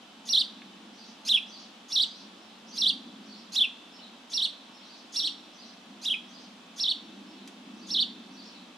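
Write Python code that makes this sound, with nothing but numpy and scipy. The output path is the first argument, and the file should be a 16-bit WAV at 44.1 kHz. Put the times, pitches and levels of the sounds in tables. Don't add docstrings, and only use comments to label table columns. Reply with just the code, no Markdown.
import sys
import numpy as np
from scipy import signal
from scipy.fft import rfft, irfft
from scipy.io import wavfile
from scipy.ndimage import map_coordinates

SR = 44100
rng = np.random.default_rng(int(sys.argv[2]) if len(sys.argv) > 2 else 0)


def unload_audio(sound):
    columns = np.transpose(np.atleast_2d(sound))
    steps = np.round(np.clip(columns, -1, 1) * 32767)
    wavfile.write(sys.argv[1], SR, steps.astype(np.int16))


N = 386757


def from_db(db):
    return 10 ** (np.asarray(db) / 20)


def rms_one(x):
    return x / np.sqrt(np.mean(x ** 2) + 1e-20)


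def at_hz(points, hz):
    f, value = np.transpose(points)
    return np.interp(np.log(np.maximum(hz, 1)), np.log(f), value)


def by_arch(arch, values):
    return np.interp(arch, np.arange(len(values)), values)


def add(out, start_s, sound):
    i = max(round(start_s * SR), 0)
    out[i:i + len(sound)] += sound[:N - i]


def delayed(x, ms):
    return np.interp(np.arange(N) - round(ms * SR / 1000), np.arange(N), x)


def filtered(x, kind, hz):
    return signal.sosfilt(signal.butter(2, hz, kind, fs=SR, output="sos"), x)


def flutter(size, hz):
    place = np.arange(size) * 2 * hz / SR
    return map_coordinates(rng.standard_normal(2000), [place], order=3, mode="wrap")


def pan(x, db):
    return x * from_db(np.array([[1], [-1]]) * db / 2)


def left_right(mid, side, alike):
    return np.sqrt(1 + alike) * mid + np.sqrt(1 - alike) * side * [[1], [-1]]


# frequency in Hz, left-right correlation.
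LIKENESS = [(50, 0.5), (120, 0.96), (260, 1), (450, 0.71), (800, 0.65), (1400, 0.44), (3000, 0.46),
            (10000, 0.15)]

def stereo_noise(spectrum):
    hz = np.fft.rfftfreq(N, 1 / SR)
    mid, side = rfft(rng.standard_normal((2, N)))
    both = left_right(mid, side, at_hz(LIKENESS, hz))
    return rms_one(irfft(both * from_db(at_hz(spectrum, hz)), N))


# frequency in Hz, relative density in dB.
HISS_SPECTRUM = [(30, -23), (90, -19), (150, -11.5), (400, -4), (750, -0.5), (1200, -3), (2000, -8.5),
                 (2700, -6), (3400, -2), (4300, -8.5), (5500, -12.5), (8000, -20), (11000, -28.5),
                 (15000, -37)]

def outdoor_hiss(db=-53):
    return from_db(db) * stereo_noise(HISS_SPECTRUM)


# frequency in Hz, relative density in dB.
LOW_RUMBLE = [(30, -50), (80, -33), (130, -33), (160, -17), (195, 1), (230, 2), (262, -1.5), (300, -15.5),
              (400, -31), (1200, -61)]
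UPPER_RUMBLE = [(60, -62), (150, -30), (230, -13.5), (270, -0.5), (325, -3.5), (400, -14), (550, -23),
                (1200, -62)]
# peak time in seconds, low band in dB, upper band in dB, ebb in seconds.
TRAFFIC_SWELLS = [(.56, -55.5, -60.5, 0.65), (2.35, -61, -59.5, 0.18), (2.88, -51, -56, 0.53),
                  (5.25, -87, -56, 0.22), (6.03, -53.5, -61, 0.58), (7.15, -52, -53, 0.4),
                  (7.78, -49, -53.5, 0.61)]

def traffic(steady_low_db=-57.5, steady_upper_db=-63, rise_s=0.14):
    low_power, upper_power = from_db(steady_low_db) ** 2, from_db(steady_upper_db) ** 2
    for peak_s, low_db, upper_db, ebb_s in TRAFFIC_SWELLS:
        t = np.arange(N) / SR - peak_s
        nearness = np.exp(-(t / np.where(t < 0, rise_s, ebb_s)) ** 2)
        low_power += nearness * from_db(low_db) ** 2
        upper_power += nearness * from_db(upper_db) ** 2
    low = np.sqrt(low_power) * stereo_noise(LOW_RUMBLE)
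    return low + np.sqrt(upper_power) * stereo_noise(UPPER_RUMBLE)


# centre in Hz, width in Hz, first level in dB, last level in dB.
THIN_TONES = [(878, 5.6, -68, -87), (1115, 6, -71, -72), (2620, 34, -71.5, -64), (3016, 53, -65, -77)]

def thin_tones():
    out = np.zeros((2, N))
    for hz, width_hz, first_db, last_db in THIN_TONES:
        band = filtered(rng.standard_normal((2, N)), "band", [hz - width_hz / 2, hz + width_hz / 2])
        out += from_db(np.linspace(first_db, last_db, N)) * rms_one(band)
    return out


# start in seconds, level in dB, lower edge in Hz, upper edge in Hz, T60 in seconds.
TICKS = [(0.619, -35.5, 1750, 2720, .018), (7.475, -37, 2180, 7150, 0.038)]

def ticks():
    out, t = np.zeros(N), np.arange(SR // 10) / SR
    for start_s, db, low_hz, high_hz, t60_s in TICKS:
        burst = rms_one(filtered(rng.standard_normal(len(t)), "band", [low_hz, high_hz]))
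        decay = np.exp(-np.log(1000) * t / t60_s) * signal.windows.tukey(len(t), 0.01)
        add(out, start_s, from_db(db) * burst * decay)
    return out


def scatter(x, t60_s, build_s, alike, cutoff_hz):
    t = np.arange(SR) / SR
    mid, side = rng.standard_normal((2, SR))
    envelope = np.exp(-np.log(1000) * t / t60_s) * (1 - np.exp(-t / build_s))
    tail = rms_one(left_right(mid, side, alike) * envelope) / np.sqrt(SR)
    return signal.fftconvolve(x[None], filtered(tail, "low", cutoff_hz), axes=1)[:, :N]


# time in seconds, direct gain in dB, leftward gain in dB.
FACING = [(4.099, -4, -26), (4.3, -6, -12), (5.15, -8, 3), (6.1, -6, -17), (8.0, -4.5, -20)]
# delay in ms, gain in dB, extra delay on the right in ms.
ECHOES = [(4.6, -7.5, .04), (8.3, -14, -0.044), (13.5, -19.5, .12)]

def garden(x, near_db=-13, far_db=-28, ring_db=-13, beam_db=9):
    t = np.arange(N) / SR
    turn_s, *gains_db = np.transpose(FACING)
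    shade_db, left_db = (np.interp(t, turn_s, db) for db in gains_db)
    beam = from_db(beam_db + 2.9 * shade_db) * filtered(x, "high", 12000)
    direct = from_db(shade_db) * x + beam
    early = sum(from_db(db) * np.array([delayed(direct, ms), delayed(direct, ms + lag_ms)])
                for ms, db, lag_ms in ECHOES)
    near = from_db(near_db) * scatter(x, t60_s=0.25, build_s=0.004, alike=0.75, cutoff_hz=10700)
    far = from_db(far_db) * scatter(x, t60_s=1.0, build_s=0.038, alike=0.67, cutoff_hz=6000)
    leftward = filtered(from_db(ring_db + left_db) * x + 1e-18, "band", [5480, 5640])
    ringing = scatter(leftward, t60_s=0.41, build_s=0.005, alike=0.43, cutoff_hz=12000)
    lean_db = np.interp(np.fft.rfftfreq(N, 1 / SR), [4500, 7000], [-2, 0])
    return irfft(pan(rfft(direct + early + near), lean_db), N) + far + ringing


def labia(hz, db, roughness, flutter_hz, wobble=0.00836, wobble_hz=70.3):
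    pitch_hz = hz * (1 + roughness * flutter(len(hz), flutter_hz) + wobble * flutter(len(hz), wobble_hz))
    return pitch_hz, 2 * np.pi * np.cumsum(pitch_hz) / SR, np.sqrt(2) * from_db(db)


# pitch in Hz, gain in dB.
THROAT = [(2250, -24), (2650, -5), (3100, -2), (3520, 4), (4100, 0.5), (4900, -4), (5550, -4)]
ATTACK_DB, ATTACK_MS, RELEASE_MS = -7.5, 10.4, 15.1
PINCH_DB, PINCH_MS = -9, 4.1
CREEP_PER_S = 1.09

def syrinx(arches, start_hz, arch_db, stretch, pitch_ratios, flutter_hz):
    arches = np.array(arches)
    stages_ms, shapes = arches[:, :3] * stretch, arches[:, 3:]
    lengths_ms = stages_ms.sum(axis=1)
    ends_ms = np.cumsum(lengths_ms)
    ms = np.arange(0, ends_ms[-1], 1000 / SR)
    hz, roughness = np.zeros((2, len(ms)))
    begin_ms = 0
    for (rise_ms, hold_ms, _), end_ms, shape in zip(stages_ms, ends_ms, shapes):
        top_hz, end_hz, rise_bow, fall_bow, rough = shape
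        inside = (ms >= begin_ms) & (ms < end_ms)
        now_ms = ms[inside] - begin_ms
        rising = now_ms < rise_ms
        height = np.interp(now_ms, [0, rise_ms, rise_ms + hold_ms, end_ms - begin_ms], [0, 1, 1, 0])
        height **= np.where(rising, rise_bow, fall_bow)
        foot_hz = np.where(rising, start_hz, end_hz)
        held_ms = np.clip(now_ms - rise_ms, 0, hold_ms)
        crest_hz = top_hz * (1 + CREEP_PER_S * (held_ms - hold_ms / 2) / 1000)
        hz[inside] = foot_hz * (crest_hz / foot_hz) ** height
        roughness[inside] = rough * (0.374 + 0.605 * height)
        begin_ms, start_hz = end_ms, end_hz
    hz *= np.linspace(*pitch_ratios, len(ms))
    arch = np.interp(ms, ends_ms - lengths_ms / 2, np.arange(len(arches)))
    db = by_arch(arch, arch_db) + at_hz(THROAT, hz) + ATTACK_DB * np.maximum(1 - ms / ATTACK_MS, 0)
    db += PINCH_DB * sum(np.exp(-((ms - turn_ms) / PINCH_MS) ** 2) for turn_ms in ends_ms[:-1])
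    pitch_hz, phase, amplitude = labia(hz, db, roughness, flutter_hz)
    fade = np.clip(np.minimum(ms / 2, (ends_ms[-1] - ms) / RELEASE_MS), 0, 1)
    return arch, pitch_hz, phase, amplitude * fade


# rise, hold and fall in ms, top and end in Hz,
# bow of the rise, bow of the fall, pitch roughness.
FAR_CHEEP_ARCHES = [(30.12, 25, 12, 5950, 3600, 1, .9, 0.0383),
                    (11.86, 24, 18, 4750, 3700, 0.496, 0.584, 0.02),
                    (30, 16, 60, 5700, 3400, 1.1, 0.58, .1)]
FAR_CHIRP_ARCHES = [(22.16, 24, 18, 5400, 3610, 0.97, 0.912, 0.034), (4, 4, 34, 2300, 4000, .9, .9, 0.074),
                    (19.87, 3.8, 31, 4250, 3450, 0.83, 0.91, 0.047)]
# start in seconds, gain in dB.
FAR_CHEEPS = [(.92, -54.5), (1.455, -51.5), (2.03, -53.5), (2.66, -48.5), (3.23, -55), (4.825, -56),
              (5.52, -54), (6.265, -55.5), (7.75, -56.5), (8.305, -54.5)]
FAR_CHIRPS = [(2.395, -56.5), (3.915, -49.5), (4.725, -51.5), (7.265, -56), (8.445, -52.5)]

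def far_sparrows(calls, arches, start_hz, arch_db, stretch=0.89):
    out = np.zeros(N)
    for start_s, db in calls:
        ratios = 1 + 0.02 * rng.standard_normal(2)
        _, _, phase, amplitude = syrinx(arches, start_hz, arch_db, stretch, ratios, flutter_hz=251)
        add(out, start_s, from_db(db) * amplitude * np.sin(phase))
    return out


# lead in ms, first and last pitch in Hz,
# last level in dB relative to the first arch's gain, swell in dB, pitch roughness.
CHEEP_SQUEAK = [(38.4, 6550, 5900, -20, 9, 0.058), (20, 3550, 3400, -19, 6.5, 0.026)]
CHIRP_SQUEAK = [(38, 6250, 6700, -18, 4.9, 0.042), (38, 4050, 5600, -6.5, 20.3, 0.031),
                (28, 2400, 2800, -17.5, 17, .025)]

def squeak(partial, rasp, bow=1.7, release_ms=9):
    lead_ms, first_hz, last_hz, last_db, swell_db, roughness = partial
    ms = np.arange(-lead_ms, release_ms, 1000 / SR)
    progress = np.clip(1 + ms / lead_ms, 0, 1)
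    hz = first_hz * (last_hz / first_hz) ** (progress ** bow)
    _, phase, amplitude = labia(hz, last_db - swell_db * (1 - progress), roughness, flutter_hz=690)
    fade = np.clip(np.minimum((ms + lead_ms) / 4, 1 - ms / release_ms), 0, 1)
    return lead_ms / 1000, amplitude * fade * (np.sin(phase) + rasp[-len(ms):])


# frequency in Hz, gain in dB.
BEAK = [(2500, 1), (5500, 14), (6800, -10.5), (8000, -0.5), (10000, -1), (11700, -9.5), (12800, -17),
        (14000, -16.5), (17000, -29)]
CHEEP_ARCHES = [(8.98, 22, 22.5, 5540, 3130, 0.903, 1.2, 0.011),
                (9.06, 4.05, 9.45, 3960, 2980, 0.772, 0.868, 0.025),
                (37.05, 2, 25, 4590, 2700, 1.05, 1.4, 0.045)]
CHIRP_ARCHES = [(15, 1.48, 28.5, 4070, 2700, 0.674, .34, .018),
                (16.5, 1.9, 21.5, 3460, 2540, 0.643, 0.4, 0.0077),
                (6.6, 1.1, 20.5, 2720, 2330, 1.05, 0.92, 0.039)]
# start in seconds, time stretch, first and last pitch ratio,
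# gains of the three arches in dB, gain of overtones and air in dB.
CHEEPS = [(.289, 1.0, 1.02, 1.04, -20.5, -16.5, -20.5, -22.5),
          (1.920, .93, 1.01, 1.024, -21, -17.5, -20.5, -22.5),
          (2.776, 1, 1.005, 1.007, -21.5, -19.5, -19.5, -24),
          (4.334, 0.97, 1.02, 0.96, -18.5, -23.5, -20.5, -21.5),
          (5.159, 0.93, 1.002, .995, -15, -26, -21, -19.5),
          (6.797, 0.96, 0.99, 1.005, -19.5, -23, -20.5, -27.5),
          (7.903, 0.99, .99, 1.02, -23, -21, -20, -28)]
CHIRPS = [(1.286, 0.98, 1.005, .99, -20.5, -16, -18, -23.5),
          (3.556, 0.95, 1.02, 1.03, -22, -18, -16.5, -26),
          (6.051, 0.99, .98, .975, -24.5, -18.5, -17.5, -25)]

def near_sparrow(calls, arches, partials, start_hz, harmonics_db, split_db, air_db, rasp_db):
    out = np.zeros(N)
    breath = filtered(stereo_noise(BEAK)[0], "high", 2500)
    for start_s, stretch, first_ratio, last_ratio, *arch_db, overtone_db in calls:
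        air = breath[round(start_s * SR):]
        ratios = [first_ratio, last_ratio]
        arch, hz, phase, amplitude = syrinx(arches, start_hz, arch_db, stretch, ratios, flutter_hz=419.6)
        tone = np.sin(phase) + from_db(overtone_db + air_db) * air[:len(hz)]
        for k, harmonic_db in enumerate(harmonics_db, start=2):
            unsteady_db = 3 * flutter(len(hz), hz=144.6)
            db = overtone_db + by_arch(arch, harmonic_db) + at_hz(BEAK, k * hz) + unsteady_db
            tone += from_db(db) * np.sin(k * phase) * (k * hz < SR / 2)
        split = from_db(split_db) * np.clip((hz - 5000) / 400, 0, 1)
        tone += split * (np.sin(phase / 2) + from_db(-6) * np.sin(1.5 * phase))
        add(out, start_s, amplitude * tone)
        for partial in partials:
            lead_s, sound = squeak(partial, from_db(rasp_db) * air)
            add(out, start_s - lead_s, from_db(arch_db[0]) * sound)
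    return out


def scene():
    cheeps = near_sparrow(CHEEPS, CHEEP_ARCHES, CHEEP_SQUEAK, start_hz=3444,
                          harmonics_db=[[1, -10, 1], [-6, -6, -8], [-10, -11, -11]],
                          split_db=-23, air_db=-5, rasp_db=-6.5)
    chirps = near_sparrow(CHIRPS, CHIRP_ARCHES, CHIRP_SQUEAK, start_hz=2798,
                          harmonics_db=[[1, -9, -15], [1, -5, -9], [-7, -15, -12]],
                          split_db=-40, air_db=-8, rasp_db=-9.5)
    answers = far_sparrows(FAR_CHEEPS, FAR_CHEEP_ARCHES, start_hz=4600, arch_db=[-1, 8, 1])
    answers += far_sparrows(FAR_CHIRPS, FAR_CHIRP_ARCHES, start_hz=5100, arch_db=[-1, 0, -2])
    answer_tail = scatter(answers, t60_s=0.46, build_s=0.0027, alike=0.35, cutoff_hz=8000)
    hiss = outdoor_hiss()
    foreground = garden(cheeps + chirps + ticks())
    background = pan(traffic() + hiss, db=-0.35) + thin_tones()
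    return background + from_db(-6.5) * answers + answer_tail + foreground


def record(dry, cutoff_hz=15300):
    return signal.sosfilt(signal.ellip(10, 0.1, 80, cutoff_hz, fs=SR, output="sos"), dry)


dry = scene()
out = record(dry)
unload_audio(out)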